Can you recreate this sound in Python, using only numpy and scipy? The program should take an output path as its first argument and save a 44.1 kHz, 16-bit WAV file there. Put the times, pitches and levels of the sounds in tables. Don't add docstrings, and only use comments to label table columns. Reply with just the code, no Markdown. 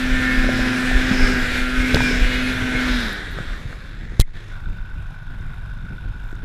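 import sys
import numpy as np
from scipy import signal
from scipy.io import wavfile

SR = 44100
rng = np.random.default_rng(int(sys.argv[2]) if len(sys.argv) > 2 else 0)


def boost(x):
    u = np.asarray(x, float) / 20
    return 10 ** u


def put_to_file(sound):
    columns = np.atleast_2d(sound).T
    safe = np.clip(columns, -1, 1)
    whole_steps = np.round(safe * 32767)
    wavfile.write(sys.argv[1], SR, whole_steps.astype(np.int16))


N = 284004
T = np.arange(N) / SR
FULL_LOAD_DB = -23
SHUT_S, HEAD_DOWN_S = 2.9, 4.5

# f/Hz, level/dB per Hz
LOADED_COLOUR = [(170, -10.5), (300, -12), (760, -21), (1180, -20), (1400, 0.5), (1830, -3.5), (2500, -12),
                 (3050, -18), (3600, -10), (4600, -23), (5400, -27), (11000, -36.5), (13000, -42.5),
                 (16000, -47)]


def rms_one(x):
    return x / np.sqrt(np.mean(x ** 2) + 1e-20)


def in_time(rows):
    s, *columns = np.transpose(rows)
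    return [np.interp(T, s, c) for c in columns]


def at_hz(points, hz):
    table_hz, level_db = np.transpose(points)
    return np.interp(np.log(hz), np.log(table_hz), level_db)


def bumps(rows):
    coarse = T[::64]
    total_db = np.zeros(len(coarse))
    for s, db, width in rows:
        total_db += db * np.exp(-((coarse - s) / width) ** 2)
    return np.interp(T, coarse, total_db)


def drift(rate):
    r = np.exp(-80 * np.pi * rate / SR)
    noise = rng.standard_normal(N // 40 + 2002)
    slow = signal.lfilter([1], [1, -2 * r, r * r], noise)[2000:]
    return np.interp(np.arange(N) / 40, np.arange(len(slow)), rms_one(slow))


def band(x, low_hz, high_hz):
    return signal.sosfilt(signal.butter(2, [low_hz, high_hz], "band", fs=SR, output="sos"), x)


def ring(x, hz, t60):
    r, w = boost(-60 / (t60 * SR)), 2 * np.pi * hz / SR
    return signal.lfilter([0, np.sin(w)], [1, -2 * r * np.cos(w), r * r], x)


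def sine(turns):
    return np.sqrt(2) * np.sin(2 * np.pi * (turns + rng.random()))


def crank():
    # t/s, speed/turns per s
    revs = [(0.0, 127.5), (0.28, 127.8), (0.8, 126.8), (1.11, 128.5), (1.26, 126.3), (1.47, 124.5),
            (1.72, 126.8), (1.92, 127.2), (2.18, 124.3), (2.47, 127.1), (2.88, 126.6), (3.0, 121.0),
            (3.1, 102.5), (3.25, 88.3)]
    # t/s, rate/firings per s
    idle_firings = [(4.45, 50.5), (4.8, 46.5), (5.3, 50.8), (6.44, 52.5)]
    return in_time([*revs, *[(s, rate / 2) for s, rate in idle_firings]])[0]


def exhaust(speed, turns, load_db):
    # t/s, level/dB, width/s
    smothered = [(.05, -1, .2), (.95, -2, .12), (1.5, -10.5, 0.087), (1.68, -4.5, 0.076),
                 (2.25, -6.5, 0.12), (2.57, -5.5, 0.075), (2.75, -2.5, .08)]
    order_levels = [-18, -15.5, -21, -25, -42, -26, -26.5, -26, -9.5, -10, -8.5, -12.5, -15, -14, -13, -15,
                    -13.5, -15.5, -20, -21, -18, -22]
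    # order, t/s, level/dB, width/s
    sings = [(6, .7, 9, .95), (8, .6, 8, .35), (10, 1.3, 7, .1), (10, 1.8, 15, .15), (11, .2, 3.5, .1),
             (11, 1.13, -14, 0.13), (11, 2.08, -16, 0.14), (12, 1.05, 3, .06), (12, 1.74, 6, 0.11),
             (12, 2.72, 7, 0.073), (13, 0.35, 6, 0.14), (13, 0.96, 8, 0.063), (13, 1.32, 8, .1),
             (13, 2.07, 8, .07), (12, 2.08, 5, .08), (14, 0.29, 12.5, .28), (14, 0.924, 12, 0.094),
             (14, 2.95, 9, .06), (17, 0.32, 7.5, .2), (17, 1.84, 12, .06), (17, 2.35, 11.5, 0.078),
             (17, 2.75, 9, .08), (18, 2.17, 7.5, .1), (19, 2.05, 13, 0.067), (20, 2.45, 9, .07),
             (21, 2.42, 7, .06), (23, 2.35, 10, 0.076), (27, 2.5, 5, 0.32), (28, 2.85, 7, .1)]
    # multiple of crank, level/dB
    idle_orders = [(1, -35.5), (2, -62), (4, -45), (6, -52.5)]
    out = np.zeros(N)
    on = slice(round(3.6 * SR))
    shut = np.maximum(T - SHUT_S, 0)

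    firing_db = -22 + 0.3 * (load_db - FULL_LOAD_DB) + bumps(smothered) - 300 * shut ** 2
    out[on] = boost(firing_db[on]) * sine(2 * turns[on])

    upper_db = load_db - 2.3 - 22 * shut
    uneven = (turns + 0.0041 * drift(3.0))[on]
    comb_db = [-25.5] * 8
    for k, order_db in enumerate([*order_levels, *comb_db], start=3):
        sing_db = bumps([row[1:] for row in sings if round(row[0]) == k])
        flutter_db = 1.3 * drift(5.6) + 2.1 * drift(25.0)
        level_db = (upper_db + order_db + sing_db + flutter_db)[on]
        level_db += at_hz(LOADED_COLOUR, k * speed[on]) - at_hz(LOADED_COLOUR, k * 127)
        out[on] += boost(level_db) * sine(k * uneven)

    idle_fade = np.clip((T - 4.3) / 0.17, 0, 1)
    for k, level_db in idle_orders:
        out += idle_fade * boost(level_db + 2.8 * drift(4.1)) * sine(k * turns)
    return out


def firing_gate(turns, idle):
    firing = 2 * turns
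    index = firing.astype(int)
    chance_db = (-1.0 + 2.5 * idle) * rng.standard_normal(4000)[index]
    strength = boost(chance_db + 3.3 * (-1) ** index)
    puff = np.sin(np.pi * (firing % 1)) ** 2
    depth = np.clip(0.091 + 0.18 * idle, 0, 1)
    return rms_one(1 - depth + 2 * depth * puff * strength)


def rasp(idle, load_db, turn_db):
    # low/Hz, high/Hz
    zones = [(170, 1200), (1200, 2000), (2000, 4500), (4500, 16000)]
    # level/dB re load, share of load swing, share of head turn
    zone_rules = [(-9, .8, .3), (-4.8, .91, .9), (-6.3, .99, -.9), (-15.5, 1.05, -0.58)]
    # f/Hz, level/dB per Hz
    idling_colour = [(170, -15), (350, -22.5), (700, -12.5), (1030, -8.5), (1230, -12), (1500, 4),
                     (2200, -14.5), (2700, -15.5), (3150, -22.5), (3670, -24), (4500, -31), (5250, -36),
                     (11100, -38.5), (15500, -47)]
    out = np.zeros(N)
    white = rng.standard_normal((2, N))
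    shared = drift(7.4)
    count = 0
    for (low, high), (zone_db, follows, turns_with) in zip(zones, zone_rules):
        level_db = FULL_LOAD_DB + zone_db + follows * (load_db - FULL_LOAD_DB) + turns_with * turn_db
        edges = np.geomspace(low, high, int(5 * np.log2(high / low)) + 1)
        centre, width = np.sqrt(edges[1:] * edges[:-1]), np.diff(edges)
        share = np.sqrt(width / len(width))
        loaded = rms_one(boost(at_hz(LOADED_COLOUR, centre)) * share)
        idling = rms_one(boost(at_hz(idling_colour, centre)) * share)
        for k in range(len(centre)):
            gain = (loaded[k] * (1 - idle) + idling[k] * idle) / np.sqrt(len(width))
            patch = boost(level_db + 0.97 * shared + 1.65 * drift(3.06))
            noise = white[count % 2]
            out += gain * patch * rms_one(band(noise, edges[k], edges[k + 1]))
            count += 1
    port = sum(ring(out, hz, 0.0027) for hz in (3500, 7880, 12000, 13400))
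    return out + boost(-35.5) * port


def panels(gate, turns):
    # t/s, level/dB, width/s
    seam_buzz = [
        (.6, 32.2, 0.44),
        (1.25, 36, 0.25),
        (2.08, 39.3, 0.24),
        (2.95, 31.8, 0.3),
    ]
    # t/s, level/dB, width/s
    cover_whirr = [
        (2.95, 22, 0.25),
        (3.35, 21, .7),
    ]
    seam_noise = rms_one(ring(gate * rng.standard_normal(N), 5180, 0.0046))
    seam = boost(-72.5 + bumps(seam_buzz)) * seam_noise
    cover_noise = rms_one(ring(gate * rng.standard_normal(N), 3730, 0.005))
    cover = boost(-70 + bumps(cover_whirr)) * cover_noise

    firing = 2 * turns
    strength = boost(1.3 * rng.standard_normal(4000)[firing.astype(int)])
    bang = np.exp(-(firing % 1) / 0.3) * strength
    shake = (bang + 0.27) * rng.standard_normal(N)
    shake += 16 * strength * (np.diff(firing // 1, prepend=0) > 0)
    swell = ring(ring(shake, 1422, 0.014), 1506, 0.032)
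    rings = rms_one(swell)
    rings += boost(-15.5) * rms_one(ring(shake, 3600, 0.0098))
    rings += boost(-27) * rms_one(ring(shake, 2460, 0.012))
    rise = np.clip((T - HEAD_DOWN_S) / 0.04, 0, 1)
    return seam + cover + boost(-42.5 + bumps([(4.56, 4.0, 0.06)])) * rise * rings


def track():
    # t/s, rate/lugs per s
    lugs = [(0, 105), (.98, 118), (1.12, 135), (1.55, 127), (2.02, 147), (2.32, 135), (2.8, 156),
            (2.95, 153), (3.1, 140)]
    # multiple of lug rate, level/dB
    lug_orders = [(1, -2), (2, -2), (3, -5)]
    # t/s, level/dB, width/s
    bites = [
        (.55, 29, 0.51),
        (1.3, 27, 0.19),
        (2.05, 23, 0.36),
        (2.75, 20, 0.39),
    ]
    turns = np.cumsum(in_time(lugs)[0]) / SR
    stop_db = 60 * np.maximum(T - SHUT_S, 0)
    tones = sum(boost(db + 1.8 * drift(1.87)) * sine(k * turns) for k, db in lug_orders)
    return boost(-59.5 + bumps(bites) - stop_db) * tones


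def clods():
    # t/s, peak/dB, f/Hz, shell ring/dB above the thud, t60/s
    thuds = [(.445, -18, 540, -12, .014), (.49, -13, 577, -16, 0.018), (.592, -16.5, 566, -10, .015),
             (.913, -20.5, 686, -12, 0.022), (.99, -28, 700, -5, .013), (1.115, -22.5, 460, -17, 0.013),
             (1.301, -26, 420, -6, .014), (1.944, -10.5, 540, -28, 0.017), (1.957, -12, 420, -2, 0.018),
             (1.9693, -17, 940, 5.5, 0.011), (2.0053, -18.5, 974, 6.5, 0.025), (2.111, -16, 418, -4, 0.015),
             (3.387, -19.5, 564, -1, 0.0082), (3.728, -34.5, 700, 10, .01), (4.12, -31.5, 422, -6, .014),
             (4.28, -36, 900, -5, 0.0091), (6.328, -29, 317, -9.5, 0.018), (6.429, -41.5, 500, -1, .014)]
    # t/s, peak/dB, f/Hz, t60/s
    thumps = [(0.645, -38.5, 218, 0.064), (1.112, -7.5, 215, 0.079), (1.789, -21, 72.7, 0.05),
              (1.943, -10, 88.8, 0.055), (1.953, -14, 185, .07), (2.623, -14, 103, 0.055),
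              (2.747, -14, 108, 0.057), (3.404, -15, 148, 0.035), (5.404, -20.5, 101.7, 0.079),
              (6.057, -20, 102, 0.061)]
    # t/s, peak/dB, f/Hz
    ticks = [(1.9459, 7.5, 3700), (1.944, -20, 11000), (1.959, -5, 3700), (1.959, -16, 8000),
             (1.978, -24, 5000), (3.08, -41, 13500), (3.1293, -24, 12000), (3.312, -38, 12500),
             (3.32, -36, 11500), (3.329, -37, 12000), (3.338, -39, 11000), (3.7284, -40, 4000),
             (4.1091, -46, 5000), (4.6329, -48.5, 6500), (4.6982, -41, 7000), (5.4106, -42, 6000),
             (6.3275, -42, 7000), (6.3535, -40, 6900)]
    out = np.zeros(N)
    soft = np.pad(np.hanning(12) / 6, (0, 3988))
    for s, peak_db, hz, shell_db, t60 in thuds:
        i = round(s * SR)
        thud = ring(soft, hz, t60) + boost(shell_db) * ring(soft, 1560, 0.013)
        out[i:i + 4000] += boost(peak_db + 5.0) * thud[:N - i]
    for s, peak_db, hz, t60 in thumps:
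        i = round(s * SR)
        out[i:i + 4000] -= boost(peak_db) * ring(soft, hz, t60)
    for s, peak_db, hz in ticks:
        i = round(s * SR)
        crack = rng.standard_normal(400) * np.exp(-np.arange(400) / SR / 0.0018)
        crack[0] -= 4
        out[i:i + 400] += boost(peak_db) / 2 * band(crack, 0.8 * hz, min(1.25 * hz, 15500))
    return out


def glove():
    # t/s, height, rise/s, fall/s
    pushes = [
        (1.9465, -.45, .0015, .002),
        (4.1985, -2.6, .0013, .0019),
        (4.213, .5, .003, .003),
    ]
    # t/s, length/s, level/dB
    scuffs = [
        (4.195, 0.004, -27),
        (4.1999, .0025, -6),
        (4.2015, 0.0063, -24),
        (4.208, 0.012, -19),
        (4.215, 0.003, -29),
    ]
    push, scuff = np.zeros(N), np.zeros(N)
    for s, height, rise, fall in pushes:
        before = np.exp(-((T - s) / rise) ** 2)
        after = np.exp(-np.abs(T - s) / fall)
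        push += height * np.where(T < s, before, after)
    for s, length, level_db in scuffs:
        touching = (T > s) * (T < s + length)
        scuff += boost(level_db) * touching * np.exp(-np.abs(T - s) / (0.65 * length))
    swing = np.zeros(N)
    swing[round(4.2 * SR)] = 0.26
    noise = rng.standard_normal(N)
    shell = band(noise, 1100, 11200) + 1.4 * band(noise, 3100, 4500)
    lid = boost(-61) * ring(noise * (np.abs(T - 4.226) < 0.008) + 1e-18, 2090, 0.031)
    return push + ring(swing + 1e-18, 15.6, 0.4) + scuff * shell + lid


def rumble(load_db):
    # t/s, level/dB, width/s
    jolts = [(.13, 10, .06), (.4, 5.5, .07), (.62, 4, .04), (.75, -10, .07), (.96, 10, 0.055),
             (1.23, 12.5, .05), (1.58, 7, 0.095), (1.71, -5, .04), (1.8, 9.5, 0.025), (1.98, 10.5, 0.048),
             (2.23, 14, 0.053), (2.7, 1.5, .1), (2.91, 6.5, .05), (3.17, -4.5, 0.14), (3.38, 2.5, 0.04),
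             (3.88, -4, .12), (4.43, -13.5, .1), (4.68, 8, 0.043), (5.0, 5.5, 0.04), (5.18, -20, .08),
             (6.09, 5, 0.033), (6.35, -2, .08)]
    # t/s, level/dB, width/s
    drumming = [(.02, 5, .05), (.65, -3.5, .12), (1.3, 2, .15), (1.95, 8.5, 0.044), (2.7, -2, .12),
                (3.15, -6, .1), (3.85, -4, .15), (4.95, -3, .2), (5.95, 4, .1)]
    shake_db = 0.2 * (load_db - FULL_LOAD_DB)
    jolt_db = bumps(jolts)
    deep_db = -24.5 + shake_db + jolt_db
    drum_db = -31.5 + shake_db + 0.27 * jolt_db + bumps(drumming) + 2.0 * drift(3.6)
    deep = rms_one(band(rng.standard_normal(N), 14.7, 40.4))
    drum = rms_one(band(rng.standard_normal(N), 55, 149.6) * boost(3.5 * drift(33.0)))
    return boost(deep_db) * deep + boost(drum_db - 1.5) * drum


def scene():
    # t/s, level/dB, turn/dB
    load = [(0, -26, 0), (.4, -24.5, 0), (.7, -25, .5), (.95, -25, 0), (1.22, -23, 2.5), (1.42, -25.5, -.5),
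            (1.55, -23.5, -0.5), (1.75, -26.5, -1), (2.05, -23.5, 0), (2.3, -25, -2), (2.58, -27.5, 0),
            (2.8, -24, 0), (2.97, -25.5, 0.5), (3.24, -33.5, 2), (4.0, -45, 0.5)]
    # t/s, level/dB, turn/dB
    load_idling = [
        (4.5, -45, 0.5),
        (4.62, -51, 0),
        (6.44, -51.5, 0),
    ]
    # t/s, level/dB
    duck = [
        (4.215, -0.5),
        (4.225, -25),
        (4.27, -10),
        (4.33, -7.5),
        (4.35, 2.5),
        (4.45, 1),
    ]
    speed = crank()
    turns = np.cumsum(speed) / SR
    load_db, turn_db = in_time([*load, *load_idling])
    gate = firing_gate(turns, idle=np.clip((T - 3.4) / 1.5, 0, 1))
    head_down = np.clip((T - HEAD_DOWN_S) / 0.068, 0, 1)
    engine = exhaust(speed, turns, load_db)
    engine += gate * rasp(head_down, load_db, turn_db)
    engine += panels(gate, turns)
    ducked = boost(in_time(duck)[0]) * (engine + track() + clods() + rumble(load_db))
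    return (ducked + glove())[None]


def band_limit(x):
    return signal.sosfilt(signal.butter(12, 16420, fs=SR, output="sos"), x)


def record(dry):
    top_cut = signal.cheby2(14, 60, 15600, fs=SR, output="sos")
    last_cut = signal.cheby2(10, 50, 16500, fs=SR, output="sos")
    clipped = np.clip(signal.sosfilt(top_cut, dry), -1, 1)
    return band_limit(signal.sosfilt(last_cut, clipped))


dry = scene()
out = record(dry)
put_to_file(out)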